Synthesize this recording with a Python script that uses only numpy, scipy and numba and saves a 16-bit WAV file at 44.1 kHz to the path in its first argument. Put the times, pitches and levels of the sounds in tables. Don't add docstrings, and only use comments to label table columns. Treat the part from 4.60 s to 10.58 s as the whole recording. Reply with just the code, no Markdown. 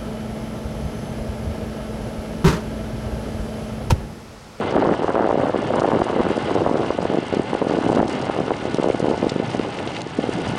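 import sys
import numpy as np
from scipy import signal
from scipy.fft import rfft, irfft
from scipy.io import wavfile
from scipy.ndimage import uniform_filter1d, minimum_filter1d, map_coordinates
from numba import njit

SR = 44100
rng = np.random.default_rng(int(sys.argv[2]) if len(sys.argv) > 2 else 0)


def materialize(psi):
    bounded = np.clip(np.atleast_2d(psi).T, -1, 1)
    quanta = np.round(bounded * 32767).astype(np.int16)
    wavfile.write(sys.argv[1], SR, quanta)


N = 263718
TIME = np.arange(N) / SR


def undb(db):
    return 10 ** (np.asarray(db) / 20)


def unit(x):
    return x / np.sqrt(np.mean(x ** 2))


def curve(rows):
    return np.interp(TIME, *np.transpose(rows))


def walk(rate):
    knots = rng.standard_normal(N // 10)
    return unit(map_coordinates(knots, [TIME * rate], order=2, mode="wrap"))


def below(x, hz):
    return signal.sosfiltfilt(signal.butter(4, hz, fs=SR, output="sos"), x)


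def colour(x, points, modes=()):
    f = np.arange(N // 2 + 1) * SR / N + 1e-6
    hz, db = np.transpose(points)
    power = undb(np.interp(np.log(f), np.log(hz), db)) ** 2
    for centre, width, peak_db in modes:
        resonance = 1 / (1 + ((f - centre) / width) ** 2) ** 2
        power = power + undb(peak_db) ** 2 * resonance
    return irfft(rfft(x) * np.sqrt(power), N)


def rush(level_db=7, flutter_db=1.05, rasp_db=1.5, grit_db=1.54, waver_db=3.5, flicker_db=3.0,
         top_db=5.0, top_growth_db=2.5):
    # [dB, relative]
    rush_levels = [(0.05, -42), (0.25, -44), (0.75, -45.5), (1.2, -42.5), (1.55, -43.5), (1.9, -40),
                   (2.11, -45), (2.22, -42.5), (2.8, -43), (3.36, -40.5), (3.45, -46), (3.52, -40),
                   (3.8, -43.5), (4.5, -42), (4.82, -44), (4.95, -42), (5.08, -42.5), (5.417, -42),
                   (5.428, -47), (5.53, -44), (5.66, -42), (5.98, -40)]
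    # [dB per Hz, relative]
    rush_tone = [(100, -7), (500, -23.5), (950, 4.5), (1250, 6.5), (1800, -1), (2400, -1), (3200, -2),
                 (4200, -7.5), (5500, -16.5), (7300, -24), (8500, -23.5), (10000, -28.5)]
    # [dB, relative]
    cavities = [(858, 78, 11.5), (1467, 23, 12.5), (1748, 53, 6), (2082, 103, 5.5), (2850, 296, 1.5),
                (4740, 120, -11.5)]
    hiss = unit(colour(rng.standard_normal(N), rush_tone, cavities))
    body, under_top, under_air = below(hiss, 1400), below(hiss, 5100), below(hiss, 7000)
    progress = TIME / TIME[-1]

    rasp_course_db = rasp_db * walk(220) + grit_db * progress ** 2 * walk(70)
    rasp = (under_top - body) * undb(rasp_course_db)

    waver = waver_db * walk(300)
    top = 0
    for band in (under_air - under_top, hiss - under_air):
        top = top + band * undb(waver + flicker_db * walk(150))
    top = top * undb(top_db + top_growth_db * progress)

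    fluttering = (body + rasp) * undb(flutter_db * walk(50))
    return (fluttering + top) * undb(curve(rush_levels) + level_db)


def ticks(level_db=-6, click_db=5):
    # [s, to 1/e of amplitude]
    tick_rows = [(1.156, -27, 5500, .003), (1.1965, -24, 5000, .003), (1.2045, -28, 5500, 0.0036),
                 (1.2685, -36, 6000, .001), (1.392, -31, 5500, .003), (3.3495, -26, 4500, .0045),
                 (3.479, -25.5, 5600, .0045), (4.1451, -17, 5500, .001), (4.17, -27, 5540, .003),
                 (4.233, -29, 5500, .004), (4.285, -30, 5500, .004), (4.6942, -17.5, 4600, .0055),
                 (4.914, -24, 3100, .0045), (4.993, -24, 2820, .004), (5.012, -23, 3020, .003),
                 (5.124, -23.5, 2900, .004), (5.188, -23, 2700, .004), (5.2745, -21, 3500, .0045),
                 (5.366, -20.5, 2920, .004), (5.407, -27, 4000, .003), (5.4179, -20.5, 6200, .0013)]
    # [dB per Hz, relative]
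    tick_tone = [(.13, -32), (.62, 4.5), (.92, 4.5), (1.2, 0), (1.7, -6), (2.6, -31)]
    out = np.zeros(N)
    noise = rng.standard_normal(N)
    for start, db, hz, decay_s in tick_rows:
        points = [(hz * multiple, gain_db) for multiple, gain_db in tick_tone]
        click = colour(signal.unit_impulse(N, int(start * SR)), points)
        decay = np.exp(-np.minimum(np.abs(TIME - start) / decay_s, 20))
        burst = unit(colour(noise, points)) * (TIME >= start) * decay
        out += undb(db + level_db) * (burst + undb(click_db) * click / click.max())
    return out


def rumble(gust_db, flutter_db=2.0, level_db=-34, growth_db=3.0, follow=0.44):
    # [dB per Hz, relative]
    wake_tone = [(20, -9.5), (45, -12.5), (70, -5), (110, 3), (200, 0), (400, -15), (800, -4), (2000, -56)]
    wake = unit(colour(rng.standard_normal(N), wake_tone))
    swell_db = follow * (gust_db - gust_db.mean())
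    growth = growth_db * TIME / TIME[-1]
    return wake * undb(level_db + swell_db + growth + flutter_db * walk(25))


def turbulence(attack_s=0.027, release_s=0.0055):
    # [dB, relative]
    gusts = [(0.172, 0.17, -18), (0.43, 0.1, -21.5), (0.554, 0.16, -23), (0.812, 0.16, -21),
             (1.105, 0.086, -21), (1.317, .105, -21.5), (1.574, 0.13, -20), (1.895, 0.23, -22),
             (2.06, 0.17, -21.5), (2.542, 0.058, -25.5), (3.11, 0.23, -22.5), (3.269, 0.059, -25),
             (3.367, 0.035, -19.5), (4.18, 0.1, -26.5), (4.438, 0.12, -24), (4.616, 0.045, -24)]
    # [dB, relative]
    breeze = [(0, -21), (0.74, -30), (1.05, -22.5), (1.3, -24), (1.5, -22.5), (1.83, -24.5), (2.25, -25.5),
              (2.68, -28), (3.2, -26.5), (3.56, -23), (4.0, -26.5), (4.8, -29), (4.95, -27), (5.41, -28),
              (5.44, -35), (5.55, -35.5), (5.63, -27), (5.98, -26.5)]
    power = undb(curve(breeze)) ** 2
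    for start, length, db in gusts:
        before = np.maximum(start - TIME, 0) / attack_s
        after = np.maximum(TIME - start - length, 0) / release_s
        gust = undb(db) ** 2 * np.exp(-np.minimum(before + after, 20) ** 2)
        power = np.maximum(power, gust)
    return 10 * np.log10(power)


def eddies(times, sizes, pitches, sharpness=2.64, skew=0.54):
    index = (times * SR).astype(int)[:, None] + np.arange(-300, 300)
    passage = 2 * np.pi * pitches[:, None] * (index / SR - times[:, None]) / sharpness
    angle = np.arctan(passage)
    swing = np.cos(angle) ** (sharpness + 1) * np.cos(skew + (sharpness + 1) * angle)
    return np.bincount((index % N).ravel(), (sizes[:, None] * swing).ravel(), N)


def stream(gust_db, count, start_hz, end_hz, spread, scatter_db, rise, small_loss_db=3.0):
    place = rng.random(count)
    size, pitch = rng.standard_normal((count, 2)).T
    times = (np.arange(count) + place) / count * N / SR
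    force_db = np.interp(times, TIME, gust_db - gust_db.mean())
    middle_hz = np.interp(times, TIME[[0, -1]], [start_hz, end_hz])
    pitches = middle_hz * np.exp(spread * np.clip(pitch, -2, 2) + rise * force_db)
    sizes = undb(scatter_db * np.minimum(size, 2) - small_loss_db * np.maximum(pitch, 0) ** 2)
    return unit(eddies(times, sizes, pitches, sharpness=6.3, skew=0.59))


def roar(gust_db, coarse_db=-3.0, fine_db=-9.5, fine_growth=0.24):
    coarse = stream(gust_db, count=2400, start_hz=460, end_hz=354, spread=0.39, scatter_db=5.0, rise=0.002)
    fine = stream(gust_db, count=1500, start_hz=860, end_hz=685, spread=0.33, scatter_db=5.5, rise=0.029)
    break_up_db = fine_db + fine_growth * (gust_db - gust_db.mean())
    return undb(gust_db) * (coarse * undb(coarse_db) + fine * undb(break_up_db))


def buffets(level_db=6.5, swirl_db=-7.5, swirl_s=0.001634, swirl_ratio=1.495, swirl_scatter_db=2.5,
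            snap_start_hz=1250, snap_end_hz=850, thud_db=-17, thud_limit_db=-7, thud_hz=145):
    # [dB, added to size_db]
    thumps = [(0.072, -20, 430, -14), (0.1266, -18.5, 430, -20), (0.141, -17.5, 410, -17),
              (0.156, -7, 378, -17), (0.161, -18, 320, -14), (0.1674, 3.5, 450, -16),
              (0.177, -14, 530, -10), (0.184, -4, 353, -4), (0.2246, -3.5, 563, -4), (0.2325, -2, 420, -7),
              (0.2505, -6, 540, -16), (0.2582, -1, 490, -14), (0.269, -21, 680, -14), (0.2752, -8, 330, -8),
              (0.291, -16, 480, -13), (0.2967, -7, 376, -15), (0.3141, -4, 348, -15),
              (0.3241, -8, 344, -13), (0.349, -20, 590, -15), (0.3944, -15, 430, -18),
              (0.4223, -17, 483, -18), (0.434, -17, 650, -15), (0.4457, -0.5, 455, -9),
              (0.483, -14, 553, -12), (0.4932, -7, 414, -3), (0.5, -24, 480, -12), (0.505, -12, 580, 0),
              (0.546, -14, 390, -10), (0.5555, -6, 630, 2), (0.563, -4, 384, -7), (0.572, -11, 450, -4),
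              (0.5808, -7, 500, -12), (0.5928, -15, 620, -9), (0.5984, -4, 480, -8), (0.6087, -5, 365, -5),
              (0.617, -16, 560, -12), (0.6259, -11, 540, 4), (0.635, -17, 600, -8), (0.6442, -6, 397, 4),
              (0.6531, -11, 420, -14), (0.6624, -11, 425, -5), (0.675, -10, 527, -24),
              (0.693, -1, 480, -10), (0.7034, -9, 530, -14), (0.712, -0.5, 600, 0), (0.729, -6, 430, -5),
              (0.7441, -11, 350, -12), (0.757, -7, 483, -22), (0.7767, -11.5, 357, -16),
              (0.784, -16, 470, -14), (0.798, -11, 430, -15), (0.836, -4.5, 420, -25),
              (0.858, -18, 530, -12), (0.871, -16, 390, -5), (0.885, -18, 480, -4), (0.8975, -7, 436, -6),
              (0.9461, -10, 386, -15), (0.9607, -9, 350, -13), (1.029, -19, 480, -12),
              (1.1072, -6, 465, -12), (1.138, -16, 650, -15), (1.144, -12, 390, -5), (1.162, -10, 480, -7),
              (1.183, -11, 434, -4), (1.1912, -12, 600, -26), (1.1987, -17, 390, -4), (1.221, -1, 505, -8),
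              (1.2387, -4, 432, -2), (1.2478, -0.5, 520, -5), (1.2565, -5, 390, -12),
              (1.267, -22, 430, -14), (1.2791, -7, 440, -14), (1.2898, -7, 390, -13), (1.31, -22, 400, -16),
              (1.3188, -1, 470, -10), (1.328, -6, 540, -15), (1.3356, -8, 300, -5), (1.3445, -14, 390, -11),
              (1.3539, -7, 403, -17), (1.362, -10, 420, -13), (1.372, -17, 390, -5), (1.394, -18, 580, -14),
              (1.4028, -10, 346, -10), (1.4204, 1, 370, -5), (1.468, -18, 570, -12),
              (1.499, -15.5, 470, -12), (1.504, -18, 377, -14), (1.534, -20, 360, -12),
              (1.543, -16, 430, -14), (1.5633, -11, 300, -4), (1.5987, -13, 370, -10), (1.6071, 1, 330, -8),
              (1.636, -21, 420, -12), (1.653, -15, 440, -10), (1.6683, -9, 346, -1), (1.7063, -6, 350, -10),
              (1.7162, -15, 310, -18), (1.77, -20, 436, -15), (1.78, -9, 336, -17), (1.889, -22, 450, -12),
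              (1.897, -17, 550, -15), (1.9095, -15, 640, -17), (1.9142, -14, 353, -16),
              (1.9548, -6, 410, -22), (1.9648, -9, 332, -31), (1.9756, -17, 380, -6),
              (1.985, -17, 520, -14), (2.008, -15, 400, -12), (2.02, -4, 395, -18), (2.0655, 0, 446, -15),
              (2.074, -15, 490, -16), (2.089, -20, 460, -12), (2.096, -8, 433, -17), (2.1143, -8, 310, -7),
              (2.144, -9, 308, -7), (2.157, -7, 393, -6), (2.1975, -12.5, 390, -10),
              (2.215, -17.5, 370, -14), (2.233, -16.5, 610, -15), (2.247, -19, 590, -12),
              (2.3065, -1, 460, -19), (2.3888, -5, 382, -26), (2.406, -21, 440, -14),
              (2.428, -16.5, 430, -18), (2.4554, -4.5, 400, -9), (2.5018, -13.5, 280, -8),
              (2.517, -18.5, 440, -16), (2.528, -18, 405, -15), (2.537, -17, 523, -18),
              (2.5466, -9, 343, -18), (2.553, -18, 398, -20), (2.574, -9, 388, -12),
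              (2.588, -7.5, 308, -20), (2.629, -21.5, 350, -14), (2.7271, -15, 343, -14),
              (2.7386, -12, 382, -10), (2.746, -19, 380, -12), (2.7706, -13.5, 280, -17),
              (2.7973, -6, 278, -20), (2.9333, -6, 427, -10), (2.9517, -3.5, 420, -20),
              (3.018, -2.5, 430, -19), (3.025, -6, 420, -19), (3.048, -21, 400, -16),
              (3.0702, -12, 348, -24), (3.098, -15, 330, -1), (3.112, -9, 390, -12), (3.122, -18, 390, -8),
              (3.139, -14, 390, -11), (3.15, -16, 318, -18), (3.161, -23.5, 360, -12),
              (3.1699, -15, 440, -10), (3.176, -23, 360, -14), (3.188, -1.5, 380, -12),
              (3.22, -20, 320, -12), (3.237, -22, 418, -20), (3.2661, -4, 330, -10), (3.292, -12, 452, -14),
              (3.3016, 1, 406, -5), (3.32, -14, 450, -12), (3.331, -8, 390, -10), (3.3492, -11, 360, -14),
              (3.37, -4, 350, -24), (3.374, -14, 560, -14), (3.3843, -6, 390, -18), (3.395, -2, 286, -3),
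              (3.4035, 3, 430, 4), (3.4129, -7, 310, -7), (3.4308, -1, 387, -19), (3.495, -23, 320, -14),
              (3.6987, -3.5, 485, -22), (3.765, -17.5, 450, -14), (3.7902, -11, 347, -12),
              (3.8053, -6.5, 346, -3), (3.817, -20, 380, -16), (3.882, -15.5, 384, -20),
              (3.908, -2, 424, -13), (3.9185, -12, 346, -9), (4.0549, -15, 345, -22),
              (4.146, -11, 310, -10), (4.1868, -4, 322, -3), (4.199, -7.5, 316, -18),
              (4.2281, -15.5, 387, -8), (4.2447, -5, 386, -7), (4.2629, -11, 383, -11),
              (4.274, -10, 390, -16), (4.288, -10, 436, -14), (4.3035, -1, 343, -26),
              (4.348, -7.5, 370, -18), (4.4032, -12, 384, -10), (4.429, -15, 360, -16),
              (4.4451, -9, 350, -17), (4.458, -15, 348, -16), (4.471, -19, 460, -18),
              (4.4848, -4, 363, -19), (4.5006, -13, 330, -14), (4.514, -7, 390, -8), (4.523, -19, 450, -14),
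              (4.538, -17.5, 440, -16), (4.545, -19, 537, -18), (4.579, -17.5, 330, -16),
              (4.63, -5, 290, -24), (4.6442, -10, 374, -21), (4.669, -4.5, 308, -20),
              (4.7205, -15, 285, -10), (4.7624, -10, 263, -10), (4.8007, -9, 297, -15),
              (4.8276, -20, 300, -15), (4.9493, -11, 410, -13), (4.9977, -9, 326, -9),
              (5.013, -23, 510, -14), (5.045, -26, 480, -14), (5.071, -22, 350, -12),
              (5.204, -21, 453, -16), (5.224, -27, 390, -17), (5.274, -22.5, 346, -14),
              (5.467, -21.5, 306, -20), (5.5894, -11, 290, -14), (5.5935, -14, 306, -21),
              (5.635, -25, 340, -14), (5.641, -19, 345, -14), (5.6926, -16.5, 280, -13),
              (5.7896, -23, 330, -8), (5.7989, -18.5, 330, -12), (5.871, -24, 410, -11),
              (5.9382, -25, 310, -21), (5.954, -20, 437, -16.5)]
    times, db, hz, snap_db = np.transpose(thumps)
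    out = eddies(times, undb(db + level_db), hz, sharpness=3.76, skew=1.26)

    thud_sizes = undb(np.minimum(db, thud_limit_db) + thud_db)
    out = out + eddies(times, thud_sizes, np.full(len(times), thud_hz), sharpness=3.1, skew=0.87)

    chance = 2 * rng.random((len(times), 2, 3)) - 1
    for flank, (lag, size, pitch) in zip((-1, 1), chance.transpose(1, 2, 0)):
        swirl_times = times + flank * swirl_s * (1 + .5 * lag)
        swirl_hz = swirl_ratio * hz * np.exp(.25 * pitch)
        swirl_sizes = undb(db + swirl_db + swirl_scatter_db * size)
        out = out + eddies(swirl_times, swirl_sizes, swirl_hz, sharpness=8.8, skew=0.036)

    snap_hz = np.interp(times, TIME[[0, -1]], [snap_start_hz, snap_end_hz])
    return out + eddies(times, undb(db + snap_db), snap_hz, sharpness=8.0, skew=1.97)


def scene(port_hz=2500):
    gust_db = turbulence()
    wind = below(roar(gust_db) + buffets(), port_hz)
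    return (wind + rumble(gust_db) + rush() + ticks())[None]


@njit
def crest_follower(x, ceiling, release):
    held, out = ceiling, np.empty(len(x))
    for i in range(len(x)):
        held = max(x[i], held + (ceiling - held) * release)
        out[i] = held
    return out


def record(dry, ceiling=.43, release_s=0.002, bass_hz=40, top_hz=10050):
    gain = ceiling / crest_follower(dry[0], ceiling, 1 / (release_s * SR))
    gain = uniform_filter1d(minimum_filter1d(gain, size=13), size=13)
    bass_cut = signal.butter(2, bass_hz, "high", fs=SR, output="sos")
    treble_cut = signal.ellip(12, .2, 70, top_hz, fs=SR, output="sos")
    limited = signal.sosfilt(bass_cut, dry * gain)
    return signal.sosfilt(treble_cut, limited)


dry = scene()
out = record(dry)
materialize(out)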